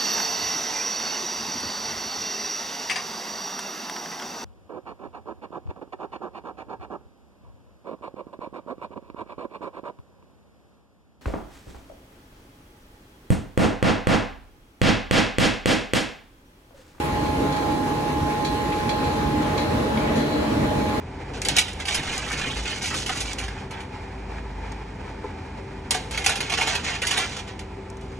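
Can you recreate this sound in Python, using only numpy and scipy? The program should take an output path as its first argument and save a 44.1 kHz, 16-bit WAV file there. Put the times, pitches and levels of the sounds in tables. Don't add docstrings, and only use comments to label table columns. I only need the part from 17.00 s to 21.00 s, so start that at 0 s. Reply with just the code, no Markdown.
import sys
import numpy as np
from scipy import signal
from scipy.fft import rfft, irfft
from scipy.io import wavfile
from scipy.ndimage import uniform_filter1d

SR = 44100
rng = np.random.default_rng(int(sys.argv[2]) if len(sys.argv) > 2 else 0)


def bounce(signal):
    frames = np.transpose(np.atleast_2d(signal))
    limited = np.clip(frames, -1, 1)
    pcm = np.round(limited * 32767).astype(np.int16)
    wavfile.write(sys.argv[1], SR, pcm)


N = 176400
T = np.arange(N) / SR
HZ = np.fft.rfftfreq(N, 1 / SR)


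def fan(blades=4, jitter_hz=.25):
    # time_s, shaft_hz
    speed = [(0, 208.7), (.3, 209.95), (.65, 209.1), (1.35, 209.8), (1.95, 209.7), (2.65, 209.5),
             (3.3, 210.1), (3.9, 209.6)]
    # time_s, left_db, right_db
    whine = [(0, -35, -30), (.6, -34, -27), (1.8, -32.5, -26.7), (2.55, -34.5, -28.5), (3.0, -42, -31.3),
             (3.25, -37.5, -36), (3.42, -41, -37), (3.85, -34, -30), (4, -35, -30.5)]
    # order, left_db, right_db, share_of_swell
    orders = [(3, -49, -45, 0), (5, -43.5, -42.5, 1.2), (8, -53, -52, .6), (9, -60, -56, .4),
              (11, -62, -61, .4)]
    shaft_hz = curves(speed, T)[0] + jitter_hz * drift(rate_hz=4)[0]
    turns = np.cumsum(shaft_hz) / SR
    level_db = curves(whine, T)
    swell_db = level_db.mean(0) - level_db.mean()
    out = tone(blades * turns, level_db, waver=.27)
    for order, left, right, share in orders:
        out += tone(order * turns + rng.random(), share * swell_db + [[left], [right]], waver=.42)
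    return out


def motor_and_whines(base_hz=114.85):
    # order, left_db, right_db, right_lag_rad
    orders = [(5, -38.5, -39, -2.7), (6, -50, -57, 0), (8, -50, -52, 0), (10, -50.5, -59, -2),
              (16, -56, -53, 2.3), (20, -59, -59, 0)]
    # pitch_hz, left_db, right_db, right_lag_rad
    steady_tones = [(148.5, -43, -43, 0), (298.7, -41.5, -38.5, 0), (1346, -57, -63, 0),
                    (2680, -62, -62, 0), (4029, -62, -63, 0), (8000, -77, -77, 0), (11999, -77, -77, 0)]
    partials = [(order * base_hz, *rest) for order, *rest in orders] + steady_tones
    out = np.zeros((2, N))
    for hz, left, right, lag in partials:
        lag_turns = np.array([[0], [lag]]) / (2 * np.pi)
        out += tone(hz * T + rng.random() - lag_turns, [[left], [right]], waver=.4)
    return out


def cabinet_air():
    # frequency_hz, level_db
    rumble = [(10, -88), (19, -82), (29, -75), (48, -53.5), (68, -49.5), (100, -50.5), (120, -55),
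              (180, -54.5), (260, -52.5), (340, -51), (390, -56.5), (460, -54), (620, -59), (750, -66.5),
              (1200, -70.5), (3000, -100)]
    # frequency_hz, level_db
    rush = [(10, -110), (400, -87), (750, -63), (880, -60), (1200, -65), (1700, -67), (2400, -70),
            (2900, -72.5), (3600, -74.5), (4150, -74), (4900, -81), (6000, -82.5), (7000, -84.5)]
    # centre_hz, width_hz, then lift_db at each of boom_times
    booms = [(145.4, 21, 6, 7, 7.9, 4.5), (221.2, 26, 1, 3, 10.27, 7.6), (268, 18, 4.5, 2.5, 4.5, 1.8),
             (296, 24, 5.5, 6, 5.7, 6.9), (439, 52, 3, 4, 3.9, 3.8), (612, 75, -1.5, -2.5, 7.6, 6.94)]
    boom_times = [.4, 1.7, 3.1, 4]
    ports = microphone_ports(*fluttering_noise())
    booms_db = sum(np.outer(lifts, 1 / (1 + (2 * (HZ - hz) / width) ** 2)) for hz, width, *lifts in booms)
    out = np.zeros((2, N))
    for lift_db, crossfade in zip(booms_db, np.eye(len(boom_times))):
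        gain = np.hypot(amp(spectrum(rumble, HZ) + lift_db), amp(spectrum(rush, HZ)))
        out += irfft(ports * gain, N) * np.interp(T, boom_times, crossfade)
    return out


def fluttering_noise(patch_db=1.24, flutter_db=.53, size=2048):
    # time_s, rumble_db, body_db, air_db, treble_db
    movement = [(0, 1, -2, 1.5, 0.5), (.28, 5.5, 0.5, -0.5, 2), (.4, -0.5, 0.5, -0.1, 1),
                (.65, -0.5, 1.1, -0.5, 1), (1.1, -1, -1.3, -2, 0.7), (2.1, -1, -2, 0, 0.5),
                (2.7, 1, 0, 1.1, 1), (3.1, 0, -0.5, 3.5, 0.7), (3.5, -2, 1, 1.5, 0.5),
                (3.85, 5.5, 0, 1.5, 1.5), (4, -3, -1.5, 1.5, 0.5)]
    bands = [80, 300, 1900, 8000]
    hop = size // 4
    frames, hz = N // hop + 5, np.fft.rfftfreq(size, 1 / SR)
    real_a, imag_a, real_b, imag_b, patches = rng.standard_normal((5, frames, len(hz)))
    patches = uniform_filter1d(patches, size=8, axis=0)
    patches = unit_rms(uniform_filter1d(patches, size=20, axis=1))
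    flutter = unit_rms(uniform_filter1d(rng.standard_normal((frames, 1)), size=5, axis=0))
    shares = np.array([spectrum(list(zip(bands, row)), hz) for row in np.eye(len(bands))])
    move_db = curves(movement, np.arange(frames) * hop / SR).T @ shares
    cells = np.array([real_a + 1j * imag_a, real_b + 1j * imag_b])
    cells *= amp(move_db + patch_db * patches + flutter_db * flutter)
    _, noise = signal.istft(cells.swapaxes(1, 2), nperseg=size, noverlap=size - hop)
    return rfft(unit_rms(noise[:, :N]))


def microphone_ports(left, other, direct_hz=6280, lag_s=.000215, top_hz=8700):
    # frequency_hz, correlation
    likeness = [(30, .88), (130, .95), (280, 0.86), (420, .55), (550, 0), (900, 0.16), (1300, -0.09),
                (2000, -.15), (3000, -0.13), (4500, -0.08), (6000, 0.08), (7000, 0.4), (8300, 0.8),
                (15000, .8)]
    # frequency_hz, left_minus_right_db
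    balance = [(60, -0.5), (200, -0.3), (300, -1.5), (480, -1), (700, 6), (1000, -0.5), (2200, 1.5),
               (4200, -1), (5800, -2.5), (6800, -5), (7800, -0.7), (15000, 0.5)]
    same = spectrum(likeness, HZ)
    right = same * left + np.sqrt(1 - same ** 2) * other
    right *= np.exp(2j * np.pi * lag_s * np.maximum(HZ - direct_hz, 0))
    lean = amp(spectrum(balance, HZ) / 2)
    rolloff = amp(-12.5 * np.log2(np.maximum(HZ / top_hz, 1)))
    return np.array([left * lean, right / lean]) * rolloff * np.sqrt(SR / 2)


def clinks(edge_level_db=-40.5):
    # start_s, gain_db, decay_s, extra_ring_db, extra_edge_db
    blows = [(0.523, -7, .006, 7, 7), (.563, -3.5, 0.009, -12, 3), (1.447, 4.5, 0.013, -0.5, 0.5),
             (1.891, 5.5, .011, -1, -2), (2.042, -7, .012, 7, 0), (2.421, -2, 0.01, -14, -2),
             (2.576, 0.5, 0.017, 3, 1), (2.626, -10, .008, 5, 2), (3.156, -7.5, 0.025, 8.5, 8.5),
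             (3.192, -7.5, .015, 9, -3), (3.322, -11, .02, 12, -3)]
    # pitch_hz, width_hz, gain_db
    metal = [(2310, 220, 0.5), (3350, 140, 2), (3986, 124, 4), (4310, 76, 0.5), (4530, 110, 0),
             (5700, 180, -10)]
    # pitch_hz, width_hz, gain_db
    hall_ring = [(3370, 100, -8), (4030, 65, 2), (4220, 100, -4), (4420, 140, -5)]
    # centre_hz, width_hz, gain_db
    tick = [(5260, 580, 2.5), (6800, 590, 5), (9700, 1600, -5)]
    edge_power = sum(amp(db + edge_db) ** 2 * contact(at, decay) for at, db, decay, _, edge_db in blows)
    body = hits(blows, metal, hall_ring, level_db=-32.5, hall_db=-9, t60_s=.9)
    return body + amp(edge_level_db) * np.sqrt(edge_power) * ringing(tick)


def knocks():
    # start_s, gain_db, decay_s, extra_ring_db
    blows = [(.257, -8.5, 0.0062, -3), (1.299, -11, .009, -3), (1.721, -3, .007, -13),
             (1.892, -5, .008, -10), (2.58, -6, 0.0086, -1), (2.972, -1, 0.006, -14)]
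    # pitch_hz, width_hz, gain_db
    modes = [(2316, 260, -3.5), (3360, 400, -11.5), (4080, 590, -16)]
    return hits(blows, modes, modes, level_db=-26, hall_db=-5, t60_s=.6)


def hand_brush():
    # peak_s, spread_s, centre_hz, width_hz, level_db
    touch = (.05, .04, 10500, 2200, -48)
    peak_s, spread_s, hz, width, db = touch
    return amp(db) * np.exp(-((T - peak_s) / spread_s) ** 2) * ringing([(hz, width, 0)])


def hits(blows, modes, tail_modes, level_db, hall_db, t60_s):
    clatter, tail = np.zeros((2, N))
    for start, db, decay, ring_db, *_ in blows:
        clatter += amp(db) ** 2 * contact(start, decay)
        tail += amp(db + hall_db + ring_db) ** 2 * contact(start, t60_s / np.log(10 ** 6))
    return amp(level_db) * (np.sqrt(clatter) * ringing(modes) + np.sqrt(tail) * ringing(tail_modes))


def contact(start_s, decay_s, attack_s=.002):
    age = np.maximum(T - start_s, 0)
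    return np.minimum(age / attack_s, 1) ** 2 * np.exp(-age / decay_s)


def ringing(modes):
    power = sum(amp(db) ** 2 / (1 + ((HZ - hz) / width) ** 2) ** 2 for hz, width, db in modes)
    return shaped_noise(np.sqrt(power))


def tone(turns, level_db, waver, rate_hz=14):
    swing = 1 + waver * (drift(rate_hz) + 1j * drift(rate_hz)) / np.sqrt(2)
    return np.sqrt(2) * amp(level_db) * (swing * np.exp(2j * np.pi * turns)).real


def drift(rate_hz):
    return shaped_noise(1 / (1 + (HZ / rate_hz) ** 2))


def shaped_noise(gain):
    return unit_rms(irfft(rfft(rng.standard_normal((2, N))) * gain, N))


def spectrum(points, hz):
    frequencies, values = np.transpose(points)
    return np.interp(np.log(hz + 1), np.log(frequencies + 1), values)


def curves(rows, t):
    times, *columns = np.transpose(rows)
    return np.array([np.interp(t, times, column) for column in columns])


def amp(db):
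    return 10 ** (np.asarray(db) / 20)


def unit_rms(x):
    return x / np.sqrt(np.mean(x ** 2) + 1e-20)


def scene():
    far_knocks = knocks()
    return fan() + motor_and_whines() + cabinet_air() + clinks() + far_knocks + hand_brush()


def record(dry, cutoff_hz=15750):
    lowpass = signal.firwin(511, cutoff_hz, window=("kaiser", 9), fs=SR)
    return signal.oaconvolve(dry, lowpass[None], "same")


dry = scene()
out = record(dry)
bounce(out)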